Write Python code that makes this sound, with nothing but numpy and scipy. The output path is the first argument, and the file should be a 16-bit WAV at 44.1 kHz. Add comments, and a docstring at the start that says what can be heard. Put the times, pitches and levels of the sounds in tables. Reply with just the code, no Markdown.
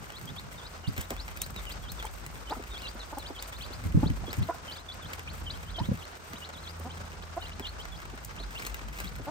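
"""Far traffic hisses and hums throughout, with wind rumbling on the microphone ports (its openings).
Heard from above, beaks and claws tick and scuff on grain in an open pen floored with cardboard.
Chicks peep in short, mostly rising whistles, puffs of wind thump, and feet tap and bend the cardboard.
A hen clucks softly, her throat and chest shaping the tone. The pen's close walls add a short echo."""
import sys
import numpy as np
from scipy import signal
from scipy.fft import rfft, irfft, next_fast_len
from scipy.io import wavfile
from scipy.ndimage import uniform_filter1d

SR = 44100
rng = np.random.default_rng(int(sys.argv[2]) if len(sys.argv) > 2 else 0)


def unload_audio(sound):
    """Save the sound as a 16-bit wav file, at the path given as the first command line argument."""
    columns = np.transpose(np.atleast_2d(sound))
    # keep every value between -1 and 1, then stretch to whole-number steps
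    steps = np.round(np.clip(columns, -1, 1) * 32767)
    wavfile.write(sys.argv[1], SR, steps.astype(np.int16))


N = 410130
FFT_SIZE = next_fast_len(N)
HZ = np.maximum(np.fft.rfftfreq(FFT_SIZE, 1 / SR), 1)
TICK_RISE_S = .002215

# How loud the background is: t/s, traffic level/dB, scuffing level/dB
BACKGROUND_LEVELS = [(0, -48.5, -56.5), (4, -46.5, -57), (9.3, -48, -62.5)]
# Tone of the traffic hiss: f/Hz, relative level/dB
TRAFFIC_TONE = [(150, -52), (230, -1.5), (500, 2), (1000, 2.5), (1470, 2.5), (1830, -3.5), (3400, -9),
                (6000, -11.5), (9000, -18.5)]
# Tone of the high rustle, with a narrow silent gap near 11.8 kHz, as in compressed audio:
# f/Hz, relative level/dB
RUSTLE_TONE = [(2000, 4.5), (5000, -8.5), (8400, -1), (9800, -7), (10400, -6.5), (11800, -89), (12500, -2),
               (16000, -11)]
# Wind on the ports: t/s, rumble level/dB, flutter level/dB
WIND_LEVELS = [(0, -49, -46.5), (.8, -52, -54.5), (1.2, -41.5, -50), (3.5, -48, -56.5), (4.1, -34, -38),
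               (4.7, -55, -57.5), (5.6, -40.5, -49.5), (6.2, -57.5, -57), (7.2, -47.5, -53),
               (9.3, -40, -49)]
# Single puffs of wind: t/s, level/dB, f/Hz
WIND_PUFFS = [(0.876, -22, 97), (0.979, -29, 72), (3.85, -24.5, 89), (3.944, -13, 104.5),
              (3.971, -14.5, 157), (4.031, -17, 255), (4.056, -22, 148), (4.097, -21.5, 96),
              (4.377, -24, 99.4), (4.407, -21.5, 81), (5.807, -21.5, 100.5), (5.886, -21, 194),
              (5.915, -20.5, 183)]
# A far engine coming and going: t/s, level/dB
ENGINE_LEVELS = [(0, -63), (1, -46), (2.3, -55), (4.6, -50.5), (5.4, -44.5), (5.9, -39.5), (6.1, -57),
                 (6.8, -41), (7.6, -46), (8.2, -61)]
# The engine's tones: multiple of its pitch, relative level/dB
ENGINE_TONES = [(1, 0.5), (2, -12)]
# Beaks and claws hitting dry grain: t/s, level/dB, woody body against the treble/dB
GRAIN_TICKS = [(0.1018, -46, 7), (0.254, -38, -13), (0.9627, -35, -3), (0.9767, -32.5, -4.5),
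               (1.0076, -23.5, -19), (1.1038, -26, -6), (1.279, -37.5, 3), (1.3697, -33, -4.5),
               (1.4163, -16, -17), (1.4608, -33, -7), (1.503, -32.5, -16), (1.9172, -22.5, -19),
               (2.0243, -37.5, 1), (2.0519, -29, -26), (2.2624, -36, -4), (2.11, -41, -26),
               (3.183, -27, -29), (3.362, -40, 0), (3.4233, -22.5, -13.5), (3.8376, -39.5, -2),
               (4.3285, -32.5, 1), (4.4205, -39, 5.5), (5.1303, -31.5, -4), (5.1923, -36.5, 0),
               (6.332, -32.5, -2), (6.795, -33, -13.5), (7.5948, -35, -2), (8.246, -28, -33),
               (8.6646, -21, -11), (8.7429, -30.5, -1.5), (8.791, -45, 10), (8.985, -35, -1),
               (9.001, -30, -6), (9.158, -33, -14)]
# Tone of the grain's crackle: f/Hz, relative level/dB
GRAIN_TONE = [(700, 6), (2000, 13.5), (4500, -2), (8500, 1), (11000, -10), (14500, -2), (16500, -4)]
# Claws dragged through the grain: t/s, level/dB, length/s
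CLAW_DRAGS = [(0.953, -46, 0.093), (5.125, -46, 0.02), (8.47, -49, 0.3), (8.908, -46, 0.22)]
# Notes of pecked cardboard: f/Hz, woody body that rings it most/dB, time to fade by 60 dB/s
BOARD_NOTES = [(1100, 9, .035), (2100, -2, .04), (4400, -10, .025)]
# Peeps, each an opening that turns into a sweep: turn t/s, opening length/s, start f/Hz, turn f/Hz,
# tip f/Hz, sweep length/s, opening level/dB, sweep level/dB
CHICK_PEEPS = [(0.154, 0.024, 3250, 3370, 4380, 0.027, -50, -48),
               (0.295, 0.024, 3200, 3340, 3860, 0.014, -45.3, -46),
               (0.386, 0.029, 3100, 3600, 5080, 0.02, -44, -48),
               (0.6, 0.024, 3780, 3440, 3170, 0.007, -51, -50),
               (0.663, 0.051, 3300, 3810, 5000, 0.014, -51, -42),
               (0.865, 0.026, 3050, 2760, 4860, 0.024, -44, -39.5),
               (1.023, 0.024, 3120, 3000, 3820, 0.021, -54, -45),
               (1.185, 0.016, 3280, 3500, 5450, 0.051, -53, -45.5),
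               (1.431, 0.033, 3660, 3770, 4970, 0.024, -49.5, -45),
               (1.594, 0.036, 4030, 3580, 3320, 0.008, -47.5, -54),
               (1.703, 0.04, 3080, 2660, 4940, 0.027, -45.5, -40.5),
               (1.881, 0.053, 3420, 3080, 4370, 0.031, -52.5, -44.5),
               (2.013, 0.026, 3710, 3170, 4290, 0.025, -44.5, -50),
               (2.069, 0.016, 3080, 3180, 3700, 0.018, -52, -50),
               (2.494, 0.025, 3050, 3020, 5350, 0.038, -43, -47.5),
               (2.738, 0.036, 3750, 3630, 5160, 0.02, -50.5, -51),
               (2.768, 0.028, 3450, 3260, 5130, 0.035, -42.5, -47),
               (2.8, 0.016, 2500, 2540, 4290, 0.028, -49, -47.5),
               (2.864, 0.035, 3010, 2660, 4780, 0.028, -41.5, -38),
               (2.882, 0.033, 4100, 3460, 3280, 0.005, -46.5, -45),
               (3.022, 0.024, 4200, 3530, 4800, 0.032, -46.5, -56),
               (3.036, 0.036, 4340, 3310, 3330, 0.005, -48.5, -50.0),
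               (3.227, 0.038, 4400, 3490, 3290, 0.006, -53, -52.4),
               (3.256, 0.013, 2900, 2910, 4850, 0.028, -51, -43),
               (3.384, 0.037, 3460, 3050, 4880, 0.021, -46, -38),
               (3.425, 0.006, 2930, 2930, 4850, 0.039, -52, -52),
               (3.563, 0.039, 3380, 3740, 4790, 0.016, -50, -47.5),
               (3.6, 0.0036, 2380, 2430, 4650, 0.042, -51.8, -43),
               (3.625, 0.0036, 2480, 2440, 4260, 0.038, -42, -46),
               (3.715, 0.003, 2700, 2800, 5000, 0.039, -47, -45),
               (4.069, 0.017, 3010, 3630, 5000, 0.02, -46, -43.5),
               (4.293, 0.03, 3370, 3280, 5350, 0.04, -45, -49.5),
               (4.423, 0.003, 2510, 2550, 4290, 0.016, -49, -42),
               (4.708, 0.033, 3210, 2880, 4790, 0.028, -42.5, -39.5),
               (4.753, 0.022, 2950, 3210, 5040, 0.033, -53, -49),
               (4.77, 0.003, 2750, 3080, 4100, 0.038, -56, -46.5),
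               (4.915, 0.031, 3490, 3430, 4870, 0.021, -41, -42.5),
               (5.049, 0.035, 3710, 3080, 4200, 0.027, -54, -50),
               (5.276, 0.0035, 2450, 2380, 4640, 0.039, -38, -46),
               (5.494, 0.032, 3200, 2850, 4870, 0.028, -43, -37),
               (5.543, 0.008, 3040, 3180, 4290, 0.023, -42, -53),
               (5.693, 0.031, 2860, 3230, 5130, 0.039, -50, -54),
               (5.762, 0.013, 3380, 3660, 4930, 0.012, -51, -47.5),
               (5.785, 0.044, 3450, 3010, 5330, 0.016, -40.5, -41),
               (5.856, 0.029, 2760, 3750, 4110, 0.013, -45.5, -47),
               (6.014, 0.023, 4000, 3280, 3300, 0.005, -51, -47),
               (6.027, 0.005, 2120, 2960, 4330, 0.024, -43, -49),
               (6.355, 0.006, 2320, 2620, 3920, 0.018, -51, -41.5),
               (6.439, 0.026, 2960, 2910, 4280, 0.017, -46, -41.5),
               (6.569, 0.044, 4370, 3030, 4080, 0.022, -54.5, -47),
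               (6.667, 0.033, 4500, 3180, 3500, 0.017, -55, -44),
               (6.671, 0.027, 3330, 3410, 5010, 0.033, -55, -45.5),
               (6.91, 0.013, 2900, 3220, 4240, 0.019, -46.5, -52),
               (7.225, 0.0033, 2810, 3000, 4900, 0.014, -42, -47),
               (7.412, 0.0052, 3300, 3620, 4780, 0.042, -47, -55),
               (7.454, 0.041, 3050, 2760, 4160, 0.019, -46, -43.5),
               (7.528, 0.014, 2900, 2910, 4130, 0.01, -49, -47),
               (7.645, 0.025, 3430, 3140, 4460, 0.04, -44.5, -43),
               (7.659, 0.017, 3030, 2810, 4370, 0.037, -40, -40),
               (7.816, 0.024, 2890, 3300, 5160, 0.022, -45, -54),
               (7.955, 0.037, 3520, 3280, 5100, 0.023, -45.5, -48.5),
               (8.376, 0.003, 2580, 2400, 4320, 0.037, -41, -41),
               (8.428, 0.0033, 3180, 3490, 5060, 0.023, -47, -49),
               (8.571, 0.022, 2530, 2910, 5250, 0.041, -40.5, -47),
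               (9.07, 0.03, 3150, 3550, 5060, 0.022, -52, -44.5)]
# Feet on the cardboard: t/s, level/dB
FOOT_TAPS = [(0.976, -40), (1.103, -35.5), (1.115, -37), (2.561, -38), (2.592, -38.5), (2.946, -42),
             (3.298, -36), (3.7, -45.5), (4.276, -36), (6.33, -41), (6.795, -42), (7.596, -38), (8.13, -41),
             (8.398, -42), (9.192, -42)]
# The hen's clucks and squeaks: t/s, level/dB, length/s, voice f/Hz, throat f/Hz
HEN_CALLS = [(2.045, -30, 0.013, 429, 820), (2.504, -27.5, 0.019, 297, 750), (2.519, -22, 0.014, 434, 830),
             (2.55, -42, 0.015, 1310, 1350), (3.123, -30, 0.019, 293, 810),
             (3.168, -28.5, 0.024, 278.5, 810), (4.024, -28.5, 0.024, 287, 760),
             (4.235, -34, 0.013, 370, 710), (4.486, -21.5, 0.023, 340, 740),
             (4.501, -28.5, 0.015, 490, 870), (4.52, -42, 0.016, 1400, 1400),
             (4.543, -28.5, 0.0088, 360, 770), (5.782, -28.5, 0.013, 348, 696),
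             (5.791, -31.5, 0.029, 910, 970), (6.843, -32, 0.047, 249, 750), (7.364, -27, 0.028, 351, 710),
             (7.392, -44, 0.017, 1380, 1400), (9.266, -27.5, 0.038, 300, 740)]
# How alike the noise is on both sides: f/Hz, likeness (1 = the same)
STEREO_LIKENESS = [(50, 0.44), (250, 0.51), (1000, 0.059), (4000, 0.03), (8000, 0.28), (15000, 1)]
# How much louder the left port is than the right: f/Hz, level/dB
LEFT_LOUDER = [(60, 1), (700, -2), (2400, 1.5), (3500, -0.9), (5000, 6.5), (8000, 3.5), (15000, -3.5)]
# How far the left port is ahead (below 0 = behind): f/Hz, phase/rad
LEFT_AHEAD = [(0, 0), (260, -.2), (1720, -3.1), (4050, -6), (5860, -5.3), (7410, -4.4), (8100, -6.5),
              (9470, -7), (10300, -9.4), (13400, -12.4), (16400, -12.8)]


def from_db(db):
    """Turn decibels into a number to multiply by."""
    return 10 ** (np.asarray(db) / 20)


def rms_one(x):
    """Scale a signal so its average strength (rms) is 1."""
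    return x / np.sqrt(np.mean(x ** 2) + 1e-20)


def in_time(rows):
    """Join a table's points with straight lines, one curve for each level column."""
    times, *columns = np.transpose(rows)
    return [np.interp(np.arange(N) / SR, times, column) for column in columns]


def spectrum(points):
    """Read a table at every frequency, with octaves evenly spaced."""
    hz, values = np.transpose(points)
    return np.interp(np.log(HZ), np.log(hz), values)


def drift(rate_hz):
    """A smooth random wobble, about 1 in size."""
    pole = np.exp(-80 * np.pi * rate_hz / SR)
    white = rng.standard_normal(N // 40 + 2002)   # one value per 40 samples
    slow = signal.lfilter([1], [1, -2 * pole, pole * pole], white)[2000:]
    return np.interp(np.arange(N) / 40, np.arange(len(slow)), rms_one(slow))


def add(out, s, sound):
    """Mix a short sound into a track, starting s seconds in."""
    i = round(s * SR)
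    out[:, i:i + sound.shape[-1]] += sound[..., :N - i]


def coloured(x, gain):
    """Turn each frequency up or down by its own gain."""
    return irfft(rfft(x, FFT_SIZE) * gain, FFT_SIZE)[..., :N]


def stereo_white():
    """Even hiss, with left and right more alike at some frequencies than at others."""
    mid, side = rng.standard_normal((2, N))
    alike = np.clip(spectrum(STEREO_LIKENESS), 0, 1)
    return coloured(mid, np.sqrt(1 + alike)) + coloured(side, np.sqrt(1 - alike)) * [[1], [-1]]


def patchy_noise(tone, swell_db, rate_hz):
    """Noise whose octaves swell partly together, partly alone."""
    out, together = 0, drift(rate_hz)
    faded_ends = [(tone[0][0] / 2, -60), *tone, (SR / 2, -90)]
    whole = rfft(stereo_white(), FFT_SIZE) * from_db(spectrum(faded_ends))
    for octave in range(9):
        band = np.maximum(0, 1 - abs(np.log2(HZ / 80) - octave))
        swell = from_db(swell_db * (together + .39 * drift(rate_hz)))
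        out = out + irfft(whole * band, FFT_SIZE)[:, :N] * swell
    return rms_one(out)


def traffic():
    """Far traffic blends into a gently wavering hiss."""
    level_db, _ = in_time(BACKGROUND_LEVELS)
    return from_db(level_db) * patchy_noise(TRAFFIC_TONE, swell_db=2, rate_hz=39)


def scuffing():
    """Beaks and claws rub on the grain, making a high, patchy rustle."""
    _, level_db = in_time(BACKGROUND_LEVELS)
    return from_db(level_db) * patchy_noise(RUSTLE_TONE, swell_db=4.5, rate_hz=31.5)


def wind(puff_cycles=2.6, wake_fade_s=.14):
    """Wind makes lumpy low noise on the ports, and each puff hits the two a little differently."""
    rumble_db, flutter_db = in_time(WIND_LEVELS)
    rumble_gain = from_db(spectrum([(22, -57), (45, 30.5), (65, 25.5), (100, -24), (300, -85)]))
    flutter_gain = from_db(spectrum([(50, -19), (90, 7), (180, 3.5), (260, -5), (2000, -57.5)]))
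    rumble = rms_one(coloured(stereo_white(), rumble_gain))
    flutter = rms_one(coloured(stereo_white(), flutter_gain))
    gusts = np.zeros((1, N))
    wake = from_db(-60 * np.arange(0, .15, 1 / SR) / wake_fade_s)
    for s, db, _ in WIND_PUFFS:
        add(gusts, s, from_db(db - 8) * wake)   # swirling air trails every puff
    gusts = uniform_filter1d(gusts, size=400)
    out = from_db(rumble_db) * rumble + (from_db(flutter_db + 3.8 * drift(6.3)) + gusts) * flutter
    for (s, db, hz), (start, skew) in zip(WIND_PUFFS, rng.uniform(-1.49, 1, (len(WIND_PUFFS), 2))):
        progress = np.linspace(0, 1, round(puff_cycles / hz * SR))
        phase = 2 * np.pi * puff_cycles * progress + np.pi * start + skew * np.array([[1], [-1]])
        puff = np.sin(phase) + .27 * np.sin(2.82 * phase)   # a steep front adds a higher tone
        add(out, s, from_db(db) * np.sin(np.pi * progress ** .7) * puff)
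    return out


def engine(pitch_hz=83.9):
    """A far idling engine hums with two low tones that waver a little."""
    level_db = in_time(ENGINE_LEVELS)[0]
    phase = 2 * np.pi * np.cumsum(pitch_hz * (1 + .01985 * drift(1.504))) / SR
    return sum(from_db(level_db + db + 2.06 * drift(8.2)) * np.sin(k * phase) for k, db in ENGINE_TONES)


def grain(crack_fade_s=.017, body_rise_s=.0027, body_fade_s=.027, body_top_hz=5600, faint_count=160):
    """Struck grain gives a dry crack over a slower woody crunch; dragged claws give a longer scratch."""
    crack_level, body_level = np.zeros((2, 1, N))
    t = np.arange(0, .06, 1 / SR)
    crack = from_db(-60 * np.maximum(t - TICK_RISE_S, 0) / crack_fade_s) * np.minimum(1, t / TICK_RISE_S)
    crunch = from_db(-60 * np.maximum(t - body_rise_s, 0) / body_fade_s) * np.minimum(1, t / body_rise_s)
    faint_times = rng.uniform(0, N / SR, faint_count)
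    faint_db = -48.5 + 2.5 * rng.exponential(1, faint_count).clip(0, 2.2)
    faint_ticks = [(s, db, 2) for s, db in zip(faint_times, faint_db)]   # 2 dB of woody body
    for s, db, body_db in [*GRAIN_TICKS, *faint_ticks]:
        add(crack_level, s, from_db(db) * crack)
        add(body_level, s, from_db(db + body_db) * crunch)
    for s, db, length in CLAW_DRAGS:
        for track in crack_level, body_level:
            add(track, s, from_db(db) * np.hanning(round(length * SR)) ** .5)
    crackle = rms_one(coloured(rng.standard_normal(N), from_db(spectrum(GRAIN_TONE))))
    low = coloured(crackle, 1 / (1 + (HZ / body_top_hz) ** 4))
    return (crack_level * (crackle - low) + body_level * low) * from_db(4.05 * drift(170))


def cardboard(ring_db=-8):
    """Pecks make the cardboard ring briefly: the woodier the peck, the lower its strongest note."""
    out, t = np.zeros((1, N)), np.arange(0, .05, 1 / SR)
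    hz, best_body_db, fade_s = np.transpose(BOARD_NOTES)[:, :, None]
    chance = rng.uniform(-1, 1, (len(GRAIN_TICKS), 2, len(BOARD_NOTES), 1))
    for (s, db, body_db), (strength, detune) in zip(GRAIN_TICKS, chance):
        levels = from_db(-abs(body_db - best_body_db) + 2 * strength - 60 * t / fade_s)
        notes = levels * np.sin(2 * np.pi * hz * (1 + .1 * detune) * t)
        knock_db = db + max(body_db, 0) + min(body_db + 5, 0) + ring_db   # thin ticks barely knock
        add(out, s + TICK_RISE_S / 2, from_db(knock_db) * notes.sum(axis=0))
    return out


def chicks(rise_s=.0055, beak_hz=4200, beak_width_hz=800, beak_db=5, tip_db=-10):
    """Each peep is a trembling whistle, mostly sweeping up, that swells near the beak's own note."""
    out = np.zeros((2, N))
    tremble = from_db(2.2 * drift(160) + 2.2 * drift(40))
    waver = 1 + .01 * drift(120)
    hook = .4   # past the tip, the pitch bends back and fades for this share of the sweep's length
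    for peep, place in zip(CHICK_PEEPS, rng.uniform(-.22, 1, len(CHICK_PEEPS))):
        turn, opening, start_hz, turn_hz, tip_hz, sweep, opening_db, sweep_db = peep
        t = np.arange(turn - opening, turn + sweep * (1 + hook), 1 / SR)
        progress = np.maximum(t - turn, 0) / sweep   # 0 up to the turn, 1 at the tip
        hz = np.interp(t, [t[0], turn], [start_hz, turn_hz])
        hz += (tip_hz - turn_hz) * np.sin(np.pi / 2 * progress) ** 1.4
        boost_db = beak_db / (1 + (2 * (hz - beak_hz) / beak_width_hz) ** 2)
        level_db = np.interp(progress, [0, .3, 1], [opening_db, sweep_db, sweep_db + tip_db])
        fades = np.minimum(1, (t - t[0]) / rise_s) * np.clip((1 + hook - progress) / hook, 0, 1)
        phase = 2 * np.pi * np.cumsum(hz * waver[(t * SR).astype(int)]) / SR
        side_shift = .4 * place * np.array([[1], [-1]])   # the chicks stand apart
        add(out, t[0], from_db(level_db + boost_db) * fades * np.sin(phase + side_shift))
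    return out * tremble


def feet(from_hz=1345, to_hz=230, fall_s=.00338, peak_s=.0094):
    """A soft tap bends the cardboard; high ripples arrive first, so the rough thud drops in pitch."""
    out, t = np.zeros((2, N)), np.arange(0, .05, 1 / SR)
    swell = t / peak_s * np.exp(.5 - .5 * (t / peak_s) ** 2)
    falling_hz = to_hz + (from_hz - to_hz) * np.exp(-t / fall_s)
    thud_band = signal.butter(2, [200, 900], "band", fs=SR, output="sos")
    noise = rms_one(signal.sosfilt(thud_band, rng.standard_normal(N)))
    for (s, db), (detune, start) in zip(FOOT_TAPS, rng.uniform(-1.12, 1, (len(FOOT_TAPS), 2))):
        hz = falling_hz * (1 + .12 * detune)
        ripple = swell * np.sin(2 * np.pi * np.cumsum(hz) / SR + np.pi * start)
        thud = .45 * np.sqrt(swell) * np.resize(noise[round(s * SR):], len(t))
        add(out, s, from_db(db) * (ripple + thud))
    return out


def hen(pitch_rise=.2, throat_width_hz=336, chest_hz=227, chest_width_hz=84, chest_db=4.5):
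    """A cluck is a short, raspy, rising buzz; throat and chest favour the tones near their own notes."""
    out = np.zeros((2, N))
    rasp, jitter = 1 + .35 * drift(200), 1 + .015 * drift(100)
    multiples = np.arange(1, 7)[:, None]
    for s, db, length, pitch_hz, throat_hz in HEN_CALLS:
        progress = np.linspace(0, 1, round(length * SR))
        unsteady = np.resize(jitter[round(s * SR):], len(progress))
        phase = 2 * np.pi * np.cumsum(pitch_hz * unsteady * (1 + pitch_rise * (progress - .5))) / SR
        tones_hz = multiples * pitch_hz
        throat = 1 / (1 + 2j * (tones_hz - throat_hz) / throat_width_hz) ** 1.47   # also delays tones
        chest = from_db(chest_db) / (1 + (2 * (tones_hz - chest_hz) / chest_width_hz) ** 2)
        buzz = np.sum((throat + chest) * np.exp(1j * multiples * phase), axis=0).real
        cluck = buzz * abs(np.sin(np.pi * progress)) ** .94
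        add(out, s, from_db(db) * cluck / abs(cluck).max())
    return out * rasp


def pen(x, echo_s=.009, echo_db=-18, tail_s=.12, tail_db=-10):
    """The nearest wall sends back one echo, and the close walls together add a short tail."""
    t = np.arange(0, tail_s, 1 / SR)
    bounces = rng.standard_normal((2, len(t))) * from_db(-60 * t / tail_s) * (t > .002)
    bounces /= np.sqrt(np.sum(bounces ** 2, axis=1, keepdims=True))
    tail = signal.fftconvolve(x, bounces, axes=1)[:, :N]
    echo = np.pad(x, [(0, 0), (round(echo_s * SR), 0)])[:, :N]
    return x + from_db(echo_db) * echo + from_db(tail_db) * tail


def ports(x):
    """The left port hears the sound later and brighter than the right."""
    lead = np.interp(HZ, *np.transpose(LEFT_AHEAD))
    half = from_db(spectrum(LEFT_LOUDER) / 2) * np.exp(.5j * lead)   # each side takes half
    return coloured(x, [half, 1 / half])


def scene():
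    """Birds in the pen, traffic and wind around it; the hen is equally far from both ports."""
    background = scuffing() + traffic()
    birds = pen(chicks() + grain() + cardboard() + feet())
    return ports(birds + background) + pen(hen()) + wind() + engine()


def record(dry, bass_hz=30, top_hz=16800):
    """Cut away the deepest bass and the highest treble."""
    dry = signal.sosfilt(signal.butter(2, bass_hz, "high", fs=SR, output="sos"), dry)
    return signal.sosfilt(signal.cheby2(14, 80, top_hz, fs=SR, output="sos"), dry)


dry = scene()
out = record(dry)
unload_audio(out)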